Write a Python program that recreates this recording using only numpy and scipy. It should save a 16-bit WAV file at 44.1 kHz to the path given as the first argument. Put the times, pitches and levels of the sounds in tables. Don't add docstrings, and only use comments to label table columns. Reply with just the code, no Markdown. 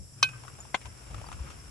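import sys
import numpy as np
from scipy import signal
from scipy.fft import rfft, irfft
from scipy.io import wavfile
from scipy.ndimage import uniform_filter1d

SR = 44100
rng = np.random.default_rng(int(sys.argv[2]) if len(sys.argv) > 2 else 0)


def master(y):
    cut = np.clip(np.atleast_2d(y).T, -1, 1)
    pcm = np.round(cut * 32767)
    wavfile.write(sys.argv[1], SR, pcm.astype(np.int16))


N = 74970
TIME, FREQ = np.arange(N) / SR, np.fft.rfftfreq(N, 1 / SR)

# freq_hz, level_db, t60_s, left_minus_right_db
WALL = [(1540, -24, .13, 6), (2179, -26, .05, 4), (2525, -17.5, .145, -4), (2850, -30, .05, -5),
        (3075, -17, .07, 1), (3655, -26, .055, 4), (3775, -25, .05, -1), (4152, -15, .048, -4),
        (4712, -22, .036, 8), (5050, -21, .02, 1), (5172, -14, .029, 2), (5972, -13, .03, 4),
        (6090, -24, .022, 1), (7790, -22, .022, 3), (8550, -32, .02, -2), (8965, -31, .026, 0)]
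# freq_hz, level_db, t60_s, left_minus_right_db
CRACKED = [(724, -26, .045, 13), (880, -26, .038, 13), (1045, -20, .036, 9), (1220, -28, .018, 10),
           (1407, -33, .06, 4), (1542, -19, .04, 3), (2085, -15, .034, 2), (2340, -22, .018, 0),
           (2530, -25, .026, 3), (2868, -28, .042, 7), (3266, -24, .033, 8), (3820, -26, .024, 4),
           (4190, -26, .014, -1), (7000, -37, .028, -2)]
# freq_hz, relative_db_per_hz
SHARP = [(100, -34), (250, -1), (550, -3.5), (720, -5), (950, 0.5), (1300, -18.5), (1900, -7.5), (2900, 3),
         (4300, 5.5), (5200, -7), (6800, -5), (9000, -10.5), (12000, -12), (15000, -30)]
# freq_hz, relative_db_per_hz
DULL = [(100, -16), (240, 4.5), (550, -2), (1000, 11.5), (1750, -11), (2300, 6), (3600, 5.5), (4800, -14),
        (7000, -5), (9000, -20), (11500, -31), (13000, -62)]

CLAY_LIKENESS = 0.34
SHARD_RISE_S = 0.0008


def amp(db):
    return 10 ** (np.asarray(db) / 20)


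def unit(x):
    return x / np.sqrt(np.mean(x ** 2) + 1e-20)


def read(points, hz):
    f, value = np.transpose(points)
    return np.interp(np.log(hz + 1), np.log(f + 1), value)


def level(points):
    return amp(np.interp(TIME, *np.transpose(points)))


def pan(left_minus_right_db):
    d = left_minus_right_db
    return amp(np.array([d, -d]).reshape(2, -1) / 2)


def since(start_s):
    return np.maximum(TIME - start_s, 0)


def rise(t, rise_s):
    return 1 - np.exp(-t / rise_s)


def band(hz, width_hz):
    return -20 * np.log10(1 + ((FREQ - hz) / width_hz) ** 2)


def noise(db):
    return unit(irfft(rfft(rng.standard_normal(N)) * amp(db), N))


def pair(db, likeness):
    a, b = rfft(rng.standard_normal((2, N)))
    c = np.clip(likeness, -1, 1)
    right = c * a + np.sqrt(1 - c * c) * b
    return unit(irfft(np.array([a, right]) * amp(db), N))


def lumps(depth_db, size):
    smooth = unit(np.convolve(rng.standard_normal(N), np.hanning(size), "same"))
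    return unit(amp(depth_db * smooth))


def steady(x, size):
    return x / np.sqrt(abs(uniform_filter1d(x * x, size)) + 1e-9)


def ring(start_s, modes):
    t = since(start_s)
    out = np.zeros((2, N))
    for hz, db, t60_s, side_db in modes:
        out += pan(side_db) * amp(db - 60 * t / t60_s) * np.sin(2 * np.pi * hz * t)
    return rise(t, 0.001) * out


def pulse(start_s, hz, peak_s):
    t = since(start_s)
    return t / peak_s * np.exp(1 - t / peak_s) * np.sin(2 * np.pi * hz * t)


def place(x):
    # freq_hz, left_minus_right_db
    pot_pan = [(100, 2), (350, 4), (650, 11), (1150, 11), (2000, 2), (3700, 1), (6700, 2), (12000, 0)]
    return irfft(rfft(x) * pan(read(pot_pan, FREQ)), N)


def blows():
    # start_s, ring_gain_db, modes, crunch_db, crunch_spectrum, crunch_t60_s, clack_db, clack_hz
    blow_rows = [(0.2276, 1, WALL, -24.5, SHARP, 0.078, -15, 1157),
                 (0.7436, -2.5, CRACKED, -20, DULL, 0.05, -29, 1017)]
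    out = np.zeros((2, N))
    for start_s, ring_db, modes, crunch_db, colour, t60_s, clack_db, clack_hz in blow_rows:
        t = since(start_s)
        grains = pair(read(colour, FREQ), CLAY_LIKENESS) * lumps(depth_db=5, size=45)
        crunch = steady(grains, size=170) * rise(t, 0.0015) * amp(crunch_db - 60 * t / t60_s)
        clack = amp(clack_db) * pulse(start_s, clack_hz, peak_s=0.0009)
        out += amp(ring_db) * ring(start_s, modes) + place(crunch + clack)
    return out


def shards():
    # start_s, level_db, pitch_hz, decay_s, grit_db
    shard_rows = [(0.288, -50, 1460, 0.0064, -41), (0.435, -46, 890, 0.0071, -49.5),
                  (.450, -45, 920, 0.0038, -54), (0.479, -40, 1260, 0.0064, -49.5),
                  (0.586, -49.5, 900, 0.015, -60), (.651, -45.5, 860, 0.0045, -51),
                  (0.813, -50.5, 2050, 0.013, -51), (0.854, -45.5, 950, 0.012, -44.5),
                  (1.108, -50.5, 725, 0.012, -55), (1.144, -35.5, 1300, 0.0035, -38.5),
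                  (1.18, -47, 1090, 0.0036, -52), (1.213, -41.5, 663, 0.0057, -46.5),
                  (1.241, -39, 900, 0.004, -67), (1.264, -48.5, 850, 0.0069, -60),
                  (1.286, -35.5, 910, 0.0037, -46), (1.316, -34, 990, 0.0032, -41),
                  (1.326, -40.5, 1310, 0.0079, -43), (1.391, -44, 1010, 0.0039, -69),
                  (1.472, -46, 1300, 0.0049, -60), (1.501, -52, 1210, 0.018, -48)]
    # freq_hz, relative_db_per_hz
    grit_spectrum = [(200, -6), (600, 6), (1500, -8.5), (2700, 9.5), (3900, -1), (4900, -3), (7000, 1.5),
                     (9000, -7.5), (11300, -11), (12500, -40), (14000, -80)]
    chatter_width_octaves, tone_db, ring_db = 0.28, -10.5, -17
    knocks, strikes = np.zeros((2, N)), np.zeros((2, N))
    grit = pair(read(grit_spectrum, FREQ), CLAY_LIKENESS) * lumps(depth_db=2, size=60)
    for start_s, db, hz, decay_s, grit_db in shard_rows:
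        t = since(start_s)
        decay = np.exp(-t / decay_s)
        octaves = np.log2((FREQ + 1) / hz)
        chatter = noise(-20 * np.log10(1 + (octaves / chatter_width_octaves) ** 2))
        tone = amp(tone_db) * np.sin(2 * np.pi * hz * t) * decay
        hollow = tone + steady(chatter, size=200)
        knocks += (amp(db) * hollow + amp(grit_db) * grit) * rise(t, SHARD_RISE_S) * decay
        strikes[:, round(start_s * SR)] += amp(db + ring_db)
    rings = signal.fftconvolve(strikes, ring(0, CRACKED), axes=1)[:, :N]
    return rings + place(knocks)


def flakes():
    # start_s, level_db, pitch_hz, t60_s
    flake_rows = [(.603, -35, 6960, 0.055), (1.265, -45, 4700, 0.052)]
    pings = np.zeros(N)
    for start_s, db, hz, t60_s in flake_rows:
        t = since(start_s)
        pings += rise(t, SHARD_RISE_S) * amp(db - 60 * t / t60_s) * np.sin(2 * np.pi * hz * t)
    return place(pings)


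def scrape():
    # time_s, level_db
    scrape_level = [(0, -96), (.2, -59.5), (.42, -56), (.55, -57.5), (.72, -59), (.9, -60), (1.05, -55.5),
                    (1.2, -53), (1.36, -56.5), (1.49, -51.5), (1.56, -56), (1.7, -57.5)]
    # freq_hz, relative_db_per_hz
    scrape_spectrum = [(120, -7), (300, 6), (600, -0.5), (900, -2), (1400, 3), (1900, -4.5), (2700, -0.5),
                       (4000, -12), (7000, -10.5), (11000, -55), (13000, -70)]
    rubbing = pair(read(scrape_spectrum, FREQ), CLAY_LIKENESS) * lumps(depth_db=1.5, size=260)
    return place(rubbing * level(scrape_level))


def stagger(x):
    # freq_hz, right_lag_rad
    right_lag = [(20, 0), (300, .3), (750, .6), (1100, 1.5), (1540, 1.4), (2100, -.9), (2525, .9),
                 (3075, 2.1), (3650, .3), (4150, .5), (5170, 1.2), (5970, .1), (7800, 2), (9000, .6)]
    left, right = x
    right = irfft(rfft(right) * np.exp(-1j * read(right_lag, FREQ)), N)
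    return np.array([left, right])


def outdoors(x):
    # delay_s, level_db, t60_s, centre_hz, width_hz
    scatter_rows = [(0, -24, .14, 2600, 2200), (.103, -21, .22, 1750, 480)]
    scatter = np.zeros((2, N))
    for delay_s, db, t60_s, hz, width_hz in scatter_rows:
        decay = (TIME > delay_s) * amp(-60 * since(delay_s) / t60_s)
        taps = rng.standard_normal((2, N)) * decay
        taps /= np.linalg.norm(taps[0])
        scatter += irfft(rfft(taps) * amp(db + band(hz, width_hz)), N)
    return x + signal.fftconvolve(x, scatter, axes=1)[:, :N]


def breeze():
    # time_s, level_db
    breeze_level = [(0, -40.5), (.13, -65), (.4, -55), (.62, -52.5), (.8, -59.5), (.88, -40.5), (.97, -57),
                    (1.06, -49.5), (1.15, -38.5), (1.27, -48), (1.35, -43.5), (1.44, -43.5), (1.54, -50),
                    (1.7, -47)]
    # freq_hz, relative_db_per_hz
    breeze_spectrum = [(20, -81), (35, -22.5), (55, 5.5), (90, -4), (135, -7.5), (190, -16), (300, -29.5),
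                       (600, -30), (2000, -101)]
    # freq_hz, left_right_correlation
    breeze_likeness = [(20, .1), (55, 0.13), (90, 1), (130, 0.73), (300, 1), (1000, 0.26)]
    wind = pair(read(breeze_spectrum, FREQ), read(breeze_likeness, FREQ))
    return steady(wind, size=3000) * level(breeze_level)


def thuds():
    # start_s, level_db, pitch_hz
    thud_rows = [(0.87, -50.5, 65), (1.123, -43, 74), (1.404, -31, 59.4)]
    return sum(amp(db) * pulse(start_s, hz, peak_s=0.009) for start_s, db, hz in thud_rows)


def drone():
    # time_s, level_db
    drone_level = [(0, -67), (.18, -48), (.33, -45.5), (.47, -52.5), (.62, -58), (1.1, -57), (1.7, -58)]
    return steady(noise(band(hz=122.4, width_hz=11)), size=3000) * level(drone_level)


def hiss():
    # freq_hz, relative_db_per_hz
    hiss_spectrum = [(150, 6.5), (350, 1.5), (700, -5), (1500, -11.5), (3000, -12.5), (4400, -18),
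                     (5000, -3), (5450, 0.5), (5900, -6), (6500, -14), (7000, -4), (7550, 3), (8400, -9.5),
                     (9000, -4), (9700, 0), (10500, -13.5), (11300, -5), (12200, -32), (13000, -65)]
    likeness, hiss_db, flutter_db = 0.1, -54.5, -63
    floor = amp(hiss_db) * pair(read(hiss_spectrum, FREQ), likeness)
    flutter = pair(band(hz=5500, width_hz=300), likeness) * lumps(depth_db=4, size=300)
    return floor + amp(flutter_db) * flutter


def background():
    return pan(3) * (breeze() + thuds() + drone()) + pan(0.5) * hiss()


def scene():
    pot = blows() + shards() + flakes() + scrape()
    return outdoors(stagger(pot)) + background()


def record(dry):
    edge_hz = 13000
    low_pass = signal.firwin(255, edge_hz, window=("kaiser", 9), fs=SR)
    return signal.oaconvolve(dry, low_pass[None], "same")


dry = scene()
out = record(dry)
master(out)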